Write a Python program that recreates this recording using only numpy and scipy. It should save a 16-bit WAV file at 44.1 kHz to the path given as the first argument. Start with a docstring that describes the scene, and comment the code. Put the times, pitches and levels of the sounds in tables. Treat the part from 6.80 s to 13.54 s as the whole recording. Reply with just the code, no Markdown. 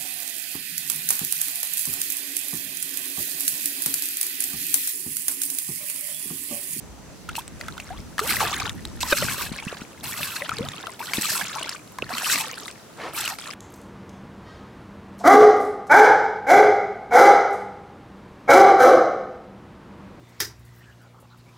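"""First comes a soft rush of open air with a faint bird, then drips plop into ankle-deep seawater.
Someone in rubber boots wades over a tidal flat, sweeping steel tongs through the shallows.
Each sweep tears the surface into spray and traps air that rings as bubbles; drips fall back in between.
A shell knocks once into a plastic bucket, and a light wind rumbles on the microphone."""
import sys
import numpy as np
from scipy import signal
from scipy.io import wavfile

SR = 44100
rng = np.random.default_rng(int(sys.argv[2]) if len(sys.argv) > 2 else 0)


def digitize_waveform(pressure):
    """Quantize a signal to 16-bit integers and store it at the path in sys.argv[1].

    Rows of a 2-D input are taken as channels; values are limited to [-1, 1].
    """
    field = np.atleast_2d(pressure).T
    bounded = np.clip(field, -1, 1)
    quanta = np.round(bounded * 32767).astype(np.int16)
    wavfile.write(sys.argv[1], SR, quanta)


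N = 297234
TIME = np.arange(N) / SR

# Levels in the tables are relative: the functions add gains of their own.
# sweeps of the tongs: t/s, time to full speed/s, length/s, swell/dB, easing off/dB,
# spray/dB, mist/dB, slosh/dB
TONG_SWEEPS = [(1.408, 0.09, 0.28, 18.5, 15.5, -26, -28.5, -32.5),
               (2.239, 0.054, 0.42, 13, 6, -30.5, -38, -36.5), (3.231, 0.18, 0.37, 4.5, 8, -36, -39, -37.5),
               (4.191, 0.13, 0.13, 5.5, 3.5, -39.5, -48, -36.5),
               (4.334, 0.2095, 0.285, 4.5, 5, -29, -40.5, -35),
               (5.289, 0.23, 0.32, 19, 5.5, -24, -38, -30.5), (6.332, 0.05, 0.19, 13, 6, -32.5, -37, -33.5)]
# the tips break the surface: t/s, length/s, level/dB
TIP_SPLATS = [(0.56, 0.01, -36), (0.584, 0.0076, -29.5), (1.389, 0.012, -26.5), (2.204, 0.02, -29.5),
              (2.367, 0.024, -29), (3.239, 0.011, -32), (3.47, 0.018, -30.5), (3.545, 0.02, -34.5),
              (4.336, 0.014, -34), (4.486, 0.008, -48), (6.369, 0.021, -33.5), (6.497, 0.004, -28.5)]
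# thrown water rains back: t/s, length/s, slosh/dB, spray/dB
SHOWERS = [(0.487, 0.15, -47, -49.5), (0.793, 0.42, -45, -49), (1.596, 0.29, -27.5, -32),
           (2.722, 0.3, -38.5, -41), (3.598, 0.53, -37, -43.5), (4.589, 0.365, -35, -35.5),
           (5.611, 0.3, -38, -38.5), (6.584, 0.56, -40.5, -40)]
# a boot shifts and churns the water: t/s, length/s, slosh/dB, low rumble/dB
BOOT_STEPS = [(1.492, 0.17, -45.5, -41), (2.417, 0.12, -37.5, -37), (3.173, 0.32, -50, -45),
              (3.722, 0.15, -45, -39), (4.743, 0.053, -36.5, -56), (5.191, 0.079, -42.5, -42),
              (6.197, 0.3, -44.5, -55.5)]
# single ringing bubbles: t/s, level/dB, starting f/Hz, life/s
BIG_BUBBLES = [(0.4884, -33.5, 1266, 0.036), (0.5813, -25.5, 912, 0.027), (0.8824, -36.5, 1260, 0.038),
               (1.105, -34, 713, 0.074), (1.3962, -27, 1150, 0.021), (1.4136, -32, 418, 0.12),
               (1.568, -21.5, 1950, 0.01), (1.6133, -22, 854, 0.034), (1.629, -19.5, 785, 0.015),
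               (1.82, -24.5, 1185, 0.013), (2.232, -23.5, 960, 0.023), (2.4235, -22, 556, 0.022),
               (2.4844, -21.5, 1490, 0.011), (2.787, -32.5, 2220, 0.028), (2.88, -31.5, 2600, 0.025),
               (2.9267, -20, 518, 0.0048), (3.6162, -35, 540, 0.084), (3.6214, -21.5, 1950, 0.0067),
               (3.717, -24, 1297, 0.022), (3.7888, -33, 452, 0.16), (4.204, -29, 914, 0.035),
               (4.612, -23.5, 1630, 0.017), (4.759, -32.5, 868, 0.047), (4.827, -26.5, 2927, 0.014),
               (5.2224, -21.5, 2660, 0.01), (5.3041, -31.5, 696, 0.03), (6.459, -24, 2936, 0.012)]
# big air pockets collapse with a low gulp: t/s, level/dB, f/Hz
AIR_POCKETS = [(2.4456, -18.5, 162), (2.717, -20.5, 198), (2.8677, -19.5, 185.6), (3.018, -23.5, 235),
               (3.808, -17, 215), (4.383, -13.5, 260), (4.3923, -24, 228), (5.2257, -16, 450)]
# drops slap the surface: t/s, level/dB, f/Hz
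DROP_HITS = [(0.4907, -21, 1370), (0.554, -20.5, 2680), (0.679, -26, 7500), (0.8114, -22, 1970),
             (0.8836, -21, 1440), (0.979, -25.5, 1420), (1, -23, 2700), (1.3816, -15, 1770),
             (1.3922, -10.5, 1290), (1.605, -11.5, 1130), (1.743, -18, 3400), (1.801, -15.5, 2400),
             (1.8947, -16.5, 3590), (2.0524, -20, 3860), (2.2308, -14, 3800), (2.4239, -16.5, 1330),
             (3.431, -17, 2560), (3.6929, -15.5, 1410), (3.7848, -19.5, 4030), (3.887, -20, 3473),
             (4.0693, -21, 1334), (4.3347, -12, 2210), (4.8931, -15, 4980), (5.186, -20, 1021),
             (5.3824, -16.5, 3084), (5.5574, -14, 2303), (5.8807, -23.5, 2026), (6.477, -14.5, 2650)]
# the shell lands and bounces: t/s, level/dB
SHELL_HITS = [(2.3234, -15.5), (2.3258, -10), (2.329, -10)]
# tones of the bucket: f/Hz, level/dB, time to fade by 60 dB/s
BUCKET_TONES = [(580, -4.5, 0.047), (1450, -8.5, 0.029), (1520, 0.5, 0.023), (2390, -2, 0.017),
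                (3670, -5.5, 0.017)]
# tones of the steel tongs: f/Hz, level/dB
TONG_TONES = [(1350, -1), (1640, 10.5), (2620, 10), (4190, 6), (4790, 0), (5530, 1.5), (8000, 4),
              (11920, 9.5)]
# the two bands where the finest spray sizzles: f/Hz
MIST_BANDS = [11100, 13840]

# A spectrum says how strong a sound is at each pitch, low to high.
# the tearing surface: f/Hz, level/dB
TEAR_SPECTRUM = [(1200, -23), (2500, 0), (4500, 0.5), (7000, 1.5), (11000, -1), (14000, -8), (16000, -15)]
# bubbles trapped by a sweep: f/Hz, level/dB
GURGLE_SPECTRUM = [(1200, 0), (2600, -1), (4500, -7)]
# churned water: f/Hz, level/dB
SLOSH_SPECTRUM = [(100, -3.5), (250, -3), (500, -6), (1300, 1.5), (2600, -4.5), (5000, -10.5)]
# small droplets: f/Hz, level/dB
DROPLET_SPECTRUM = [(1200, -13), (3000, -2), (5000, -5), (9000, -6), (15000, -22.5)]
# wind on the microphone: f/Hz, level/dB
WIND_SPECTRUM = [(20, -17), (45, -3), (65, 4.5), (120, -4), (250, -3), (600, -35)]
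# air over the open flat: f/Hz, level/dB
AIR_SPECTRUM = [(60, -7), (130, 5.5), (300, 2.5), (1000, -5.5), (3000, -14.5), (8000, -16.5),
                (16000, -28.5)]

SLOSH_FOLLOWS = 0.11   # share of a sweep's swell that the slosh follows
CUTOFF_HZ = 16000
LEFT_RIGHT = np.array([[1], [-1]])   # adds on the left, subtracts on the right


def swish(level_db, mist_db, bursts_per_s=260, burst_s=0.0027, mist_q=14, tong_q=35):
    """A sweep tears the water into hiss, bubbles and mist, and sets the tongs ringing."""
    spurts = from_db(2.5 * drift(55))
    torn = banded_noise(TEAR_SPECTRUM, patchy_db=3.5, flutter=35, width=0)
    collapses = (rng.random(N) < bursts_per_s / SR) * rng.random(N)
    bursts = rms_one(fade_tail(collapses, burst_s))
    crackle = .7 * bursts * banded_noise(DROPLET_SPECTRUM, patchy_db=5, flutter=90, width=0)
    hiss = from_db(level_db - 2.5) * (spurts * torn + crackle)
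    gurgle = swarm(level_db - 4, GURGLE_SPECTRUM, per_s=240, cycles=38, spread_db=13,
                   crowding=.5, rise=.3)
    white = rng.standard_normal((2, N))
    # a higher q makes a narrower band
    mist = sum(band(white, hz - hz / mist_q / 2, hz + hz / mist_q / 2) for hz in MIST_BANDS)
    ringing = sum(from_db(db) * signal.lfilter(*signal.iirpeak(hz, tong_q, fs=SR), hiss)
                  for hz, db in TONG_TONES)
    return hiss + gurgle + ringing + from_db(mist_db) * spurts * rms_one(mist)


def slosh(level_db):
    """Churned water gurgles with bubbles over a soft wash."""
    gurgle = swarm(level_db - 1, SLOSH_SPECTRUM, per_s=1000, cycles=24, spread_db=17,
                   crowding=.55, rise=.4)
    wash = banded_noise(SLOSH_SPECTRUM, patchy_db=10, flutter=70, width=0)
    return gurgle + from_db(level_db - 11.5) * wash


def spray(level_db):
    """Droplets tick on the water over a faint fizz."""
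    patter = swarm(level_db - 1.5, DROPLET_SPECTRUM, per_s=900, cycles=14, spread_db=21,
                   crowding=.6, rise=.25)
    fizz = banded_noise(DROPLET_SPECTRUM, patchy_db=7, flutter=140, width=0.1)
    return patter + from_db(level_db - 4) * fizz


def water_levels(still_db=-76):
    """How loud slosh, spray, swish and mist are, in dB, as tongs sweep, water falls and boots shift."""
    sloshes, sprays, swishes, mists = ([from_db(still_db)] for _ in range(4))
    for start, speed_up, length, swell_db, ease_db, spray_db, mist_db, slosh_db in TONG_SWEEPS:
        speed_db = sweep_db(start, speed_up, length, swell_db, ease_db)
        stroke = gate(start, length)
        # a sweep sheds fewer bubbles and droplets than falling water
        sloshes += [stroke * from_db(slosh_db - 3 + SLOSH_FOLLOWS * speed_db)]
        sprays += [stroke * from_db(spray_db - 5.5 + speed_db)]
        swishes += [stroke * from_db(spray_db + speed_db)]
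        mists += [stroke * from_db(mist_db + speed_db)]
    for start, length, slosh_db, spray_db in SHOWERS:
        rain = shower(start, length)
        sloshes += [rain * from_db(slosh_db)]
        sprays += [rain * from_db(spray_db)]
    swishes += [gate(start, length, fade_db_per_s=1100) * from_db(db) for start, length, db in TIP_SPLATS]
    sloshes += [gate(start, length) * from_db(db) for start, length, db, _ in BOOT_STEPS]
    layers = sloshes, sprays, swishes, mists
    return [10 * np.log10(sum(part ** 2 for part in layer)) for layer in layers]


def sweep_db(start, speed_up, length, swell_db, ease_db):
    """The sound swells as the tongs speed up and drops as they ease off."""
    return np.interp(TIME, [start, start + min(speed_up, length), start + length], [-swell_db, 0, -ease_db])


def shower(start, length, thinning_db=5.5, trickle_db=-20.5, trickle_db_per_s=5.5):
    """Thrown water lands all at once, thins out and ends in a slowly dying trickle."""
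    t = np.maximum(TIME - start, 0)
    downpour = gate(start, length) * from_db(-thinning_db * np.minimum(t / length, 1))
    trickle = (t > 0) * from_db(trickle_db - trickle_db_per_s * t)
    return np.maximum(downpour, trickle)


def furrow(base_hz=793, width_hz=245):
    """The air channel behind the tongs rings hollowly, arching up an octave and back in each sweep."""
    wobble = signal.sosfilt(signal.butter(2, width_hz / 2, fs=SR, output="sos"), rng.standard_normal((2, N)))
    cos_part, sin_part = rms_one(wobble * from_db(5 * drift(60)))
    stray_octaves = .14 * drift(45)
    out = 0
    for start, speed_up, length, swell_db, ease_db, _, _, slosh_db in TONG_SWEEPS:
        pitch = base_hz * 2 ** (arch(start, length) + stray_octaves)
        phase = 2 * np.pi * np.cumsum(pitch) / SR
        speed_db = sweep_db(start, speed_up, length, swell_db, ease_db)
        level = gate(start, length) * from_db(slosh_db - 5.5 + SLOSH_FOLLOWS * speed_db)
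        out = out + level * (cos_part * np.cos(phase) + sin_part * np.sin(phase))
    return out


def plops(octaves_per_s=24, gulp_cycles=2):
    """Large bubbles climb in pitch as they ring; the biggest air pockets give only a short gulp."""
    singing = [(s, db, hz, life, octaves_per_s * life) for s, db, hz, life in BIG_BUBBLES]
    gulping = [(s, db, hz, gulp_cycles / hz, 0) for s, db, hz in AIR_POCKETS]
    return from_db(6.5) * bubbles(singing + gulping)


def slaps(cycles=13, min_ring_s=0.002, splash_db=-14, splash_s=0.005, crack_db=28):
    """A drop hits with a crack, a tiny splash and a short ring; two smaller bubbles follow."""
    s, db, hz = np.transpose(DROP_HITS)
    hits = np.zeros(N)
    hits[(s * SR).astype(int)] = from_db(db + splash_db)
    splash = fade_tail(hits, splash_s) * rng.standard_normal(N)
    rings = bubbles(np.c_[s, db, hz, cycles / hz + min_ring_s, .5 * rng.random(len(s))])
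    for late, smaller in rng.random((len(s), 2, 2)).transpose(1, 2, 0):
        small_hz = np.minimum(hz * (1.26 + 1.21 * smaller), CUTOFF_HZ / 2)
        life = cycles / small_hz + min_ring_s
        rings += bubbles(np.c_[s + 0.003 * late, db - 8, small_hz, life, np.zeros(len(s))])
    return rings + band(splash + from_db(crack_db) * hits, 900, 5000, order=1)


def bucket():
    """The shell strikes the plastic wall, and the water quickly stills the ringing."""
    clicks = np.zeros(N)
    for s, db in SHELL_HITS:
        clicks[int(s * SR)] = from_db(db)
    return sum(from_db(db) * ring(clicks, hz, fade_s) for hz, db, fade_s in BUCKET_TONES)


def glide(start_s=6.168, length_s=0.16, level_db=-32.5, low_hz=400, high_hz=1400):
    """One smooth glide parts the water with a dull swish and traps no air."""
    rush = band(rng.standard_normal(N), low_hz, high_hz, order=1)
    dull = signal.lfilter(*signal.butter(1, 2 * high_hz, fs=SR), rush)
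    return from_db(level_db) * arch(start_s, length_s) * rms_one(dull)


def boots(low_hz=75, high_hz=200):
    """A moving boot shoves the water aside with a low rumble."""
    level = sum(gate(start, length) * from_db(db) for start, length, _, db in BOOT_STEPS)
    mid, side = band(rng.standard_normal((2, N)), low_hz, high_hz)
    return level * from_db(3 * drift(30)) * rms_one(mid + .5 * side * LEFT_RIGHT)


def wind(peak_s=2.48, gust_db=-37, build_db_per_s=3.5, die_db_per_s=38, breeze_db=-85):
    """One lumpy gust builds on the microphone, then dies down to a light breeze."""
    t = TIME - peak_s
    level_db = np.maximum(breeze_db, gust_db + np.minimum(build_db_per_s * t, -die_db_per_s * t))
    level = from_db(level_db + 2.5 * drift(25))
    return level * banded_noise(WIND_SPECTRUM, patchy_db=2, flutter=14, width=.9)


def open_air(level_db=-45.5):
    """Air rushes evenly over the open flat."""
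    return from_db(level_db) * banded_noise(AIR_SPECTRUM, patchy_db=1.2, flutter=10, width=.5)


def bird(hz=6000, fall_hz=550, per_s=12, level_db=-59, end_s=2.3):
    """A faint, far-off bird repeats quick falling notes."""
    note = np.cumsum(per_s + drift(per_s)) / SR % 1   # runs from 0 to 1 in each note
    pitch = hz + fall_hz * (.5 - note + 0.067 * drift(per_s))
    level = from_db(level_db) * (TIME < end_s)
    return level * np.sin(np.pi * note) * np.sin(2 * np.pi * np.cumsum(pitch) / SR)


def bubbles(rows, lag_s=2.6e-5, pan_db=2.5, wobble_hz=34800):
    """Trapped air rings, rising in pitch near the surface. Rows: t/s, level/dB, f/Hz, life/s, rise/octaves."""
    out = np.zeros((2, N + SR))
    jostle = rng.standard_normal(N + SR)
    directions = rng.standard_normal((len(rows), 2))
    for (s, db, hz, life, rise), (lag, pan) in zip(rows, directions):
        t = np.arange(0, life, 1 / SR)
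        span = slice(int(s * SR), int(s * SR) + len(t))
        age = t / life
        pitch = hz * 2 ** (rise * age ** 2)
        swell = np.exp(-2 * age) * (1 - age) * (1 - np.exp(-np.pi * hz * t))
        wobble = hz / wobble_hz * np.cumsum(jostle[span])   # smaller bubbles wobble more
        phase = wobble + 2 * np.pi * (np.cumsum(pitch) / SR + hz * lag * lag_s * LEFT_RIGHT)
        out[:, span] += from_db(db + pan * pan_db * LEFT_RIGHT) * swell * np.sin(phase)
    return out[:, :N]


def swarm(level_db, spectrum, per_s, cycles, spread_db, crowding, rise):
    """A crowd of random bubbles: harder stirring makes more of them, and louder ones."""
    rate = per_s * from_db(crowding * (level_db - level_db.max()))
    born = np.flatnonzero(rng.random(N) < rate / SR)
    pick, size, length, lift = rng.random((N, 4))[born].T
    pitches = np.geomspace(spectrum[0][0], spectrum[-1][0])
    share = np.cumsum(pitches * from_db(at_hz(spectrum, pitches)) ** 2)
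    hz = np.interp(pick, share / share[-1], pitches)
    life = cycles / (hz + 500) * 2 ** (2 * length - 1)   # big pockets burst after fewer cycles
    strength = rms_one(from_db(spread_db * size ** 2))   # many quiet, few loud
    height = from_db(level_db[born]) * strength * 4 / np.sqrt(rate[born] * life)
    octaves = rise * lift * (2 * hz < CUTOFF_HZ)
    return bubbles(np.c_[born / SR, 20 * np.log10(height), hz, life, octaves])


def banded_noise(spectrum, patchy_db, flutter, width):
    """Stereo noise in half-octave bands that each flicker; the high ones spread wider."""
    out = 0
    edges = 22 * 2 ** np.arange(0, 9.6, .5)
    white = rng.standard_normal((2, 2, N))
    for k, (low, high) in enumerate(zip(edges, edges[1:])):
        if high < spectrum[0][0] or low > spectrum[-1][0]:
            continue
        mid, side = band(white[k % 2], low, high)
        hz = np.sqrt(low * high)
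        apart = min(1, width + hz / 11000)
        level = from_db(at_hz(spectrum, hz) + patchy_db * drift(flutter))
        out = out + level * (mid + apart * side * LEFT_RIGHT)
    return rms_one(out)


def gate(start, hold, attack_s=0.0024, fade_db_per_s=391):
    """Water is stirred at once, stays so for a moment and settles quickly."""
    t = TIME - start
    return np.clip(t / attack_s, 0, 1) * from_db(-fade_db_per_s * np.maximum(t - hold, 0))


def arch(start, length):
    """A smooth rise from 0 to 1 and back."""
    return np.sin(np.pi * np.clip((TIME - start) / length, 0, 1))


def ring(clicks, hz, fade_s):
    """Each click starts a tone that fades by 60 dB in fade_s."""
    decay, turn = from_db(-60 / (fade_s * SR)), 2 * np.pi * hz / SR
    return signal.lfilter([0, np.sin(turn)], [1, -2 * decay * np.cos(turn), decay ** 2], clicks + 1e-18)


def fade_tail(clicks, tail_s):
    """Gives each click a fading tail."""
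    return signal.lfilter([1], [1, -np.exp(-1 / (tail_s * SR))], clicks + 1e-18)


def band(x, low_hz, high_hz, order=2):
    """Keeps the sound between two pitches."""
    return signal.sosfilt(signal.butter(order, [low_hz, high_hz], "band", fs=SR, output="sos"), x)


def drift(rate):
    """A random wander that picks a new goal rate times a second."""
    return rms_one(np.interp(TIME * rate, np.arange(N), rng.random(N) - .5))


def at_hz(spectrum, hz):
    """Reads a spectrum's level at a pitch."""
    pitches, db = np.transpose(spectrum)
    return np.interp(np.log(hz), np.log(pitches), db)


def rms_one(x):
    """Scales a signal to an average strength (rms) of 1."""
    return x / np.sqrt(np.mean(x ** 2))


def from_db(db):
    """Turns decibels into a multiplier."""
    return 10 ** (np.asarray(db) / 20)


def scene():
    """Adds up the water, the bucket and the background."""
    slosh_db, spray_db, swish_db, mist_db = water_levels()
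    water = slosh(slosh_db) + spray(spray_db) + swish(swish_db, mist_db)
    water = water + furrow() + glide() + plops() + slaps() + boots()
    return water + bucket() + wind() + open_air() + bird()


def record(dry):
    """Cuts off the highest treble steeply."""
    return signal.sosfilt(signal.ellip(10, .3, 75, CUTOFF_HZ, fs=SR, output="sos"), dry)


dry = scene()
out = record(dry)
digitize_waveform(out)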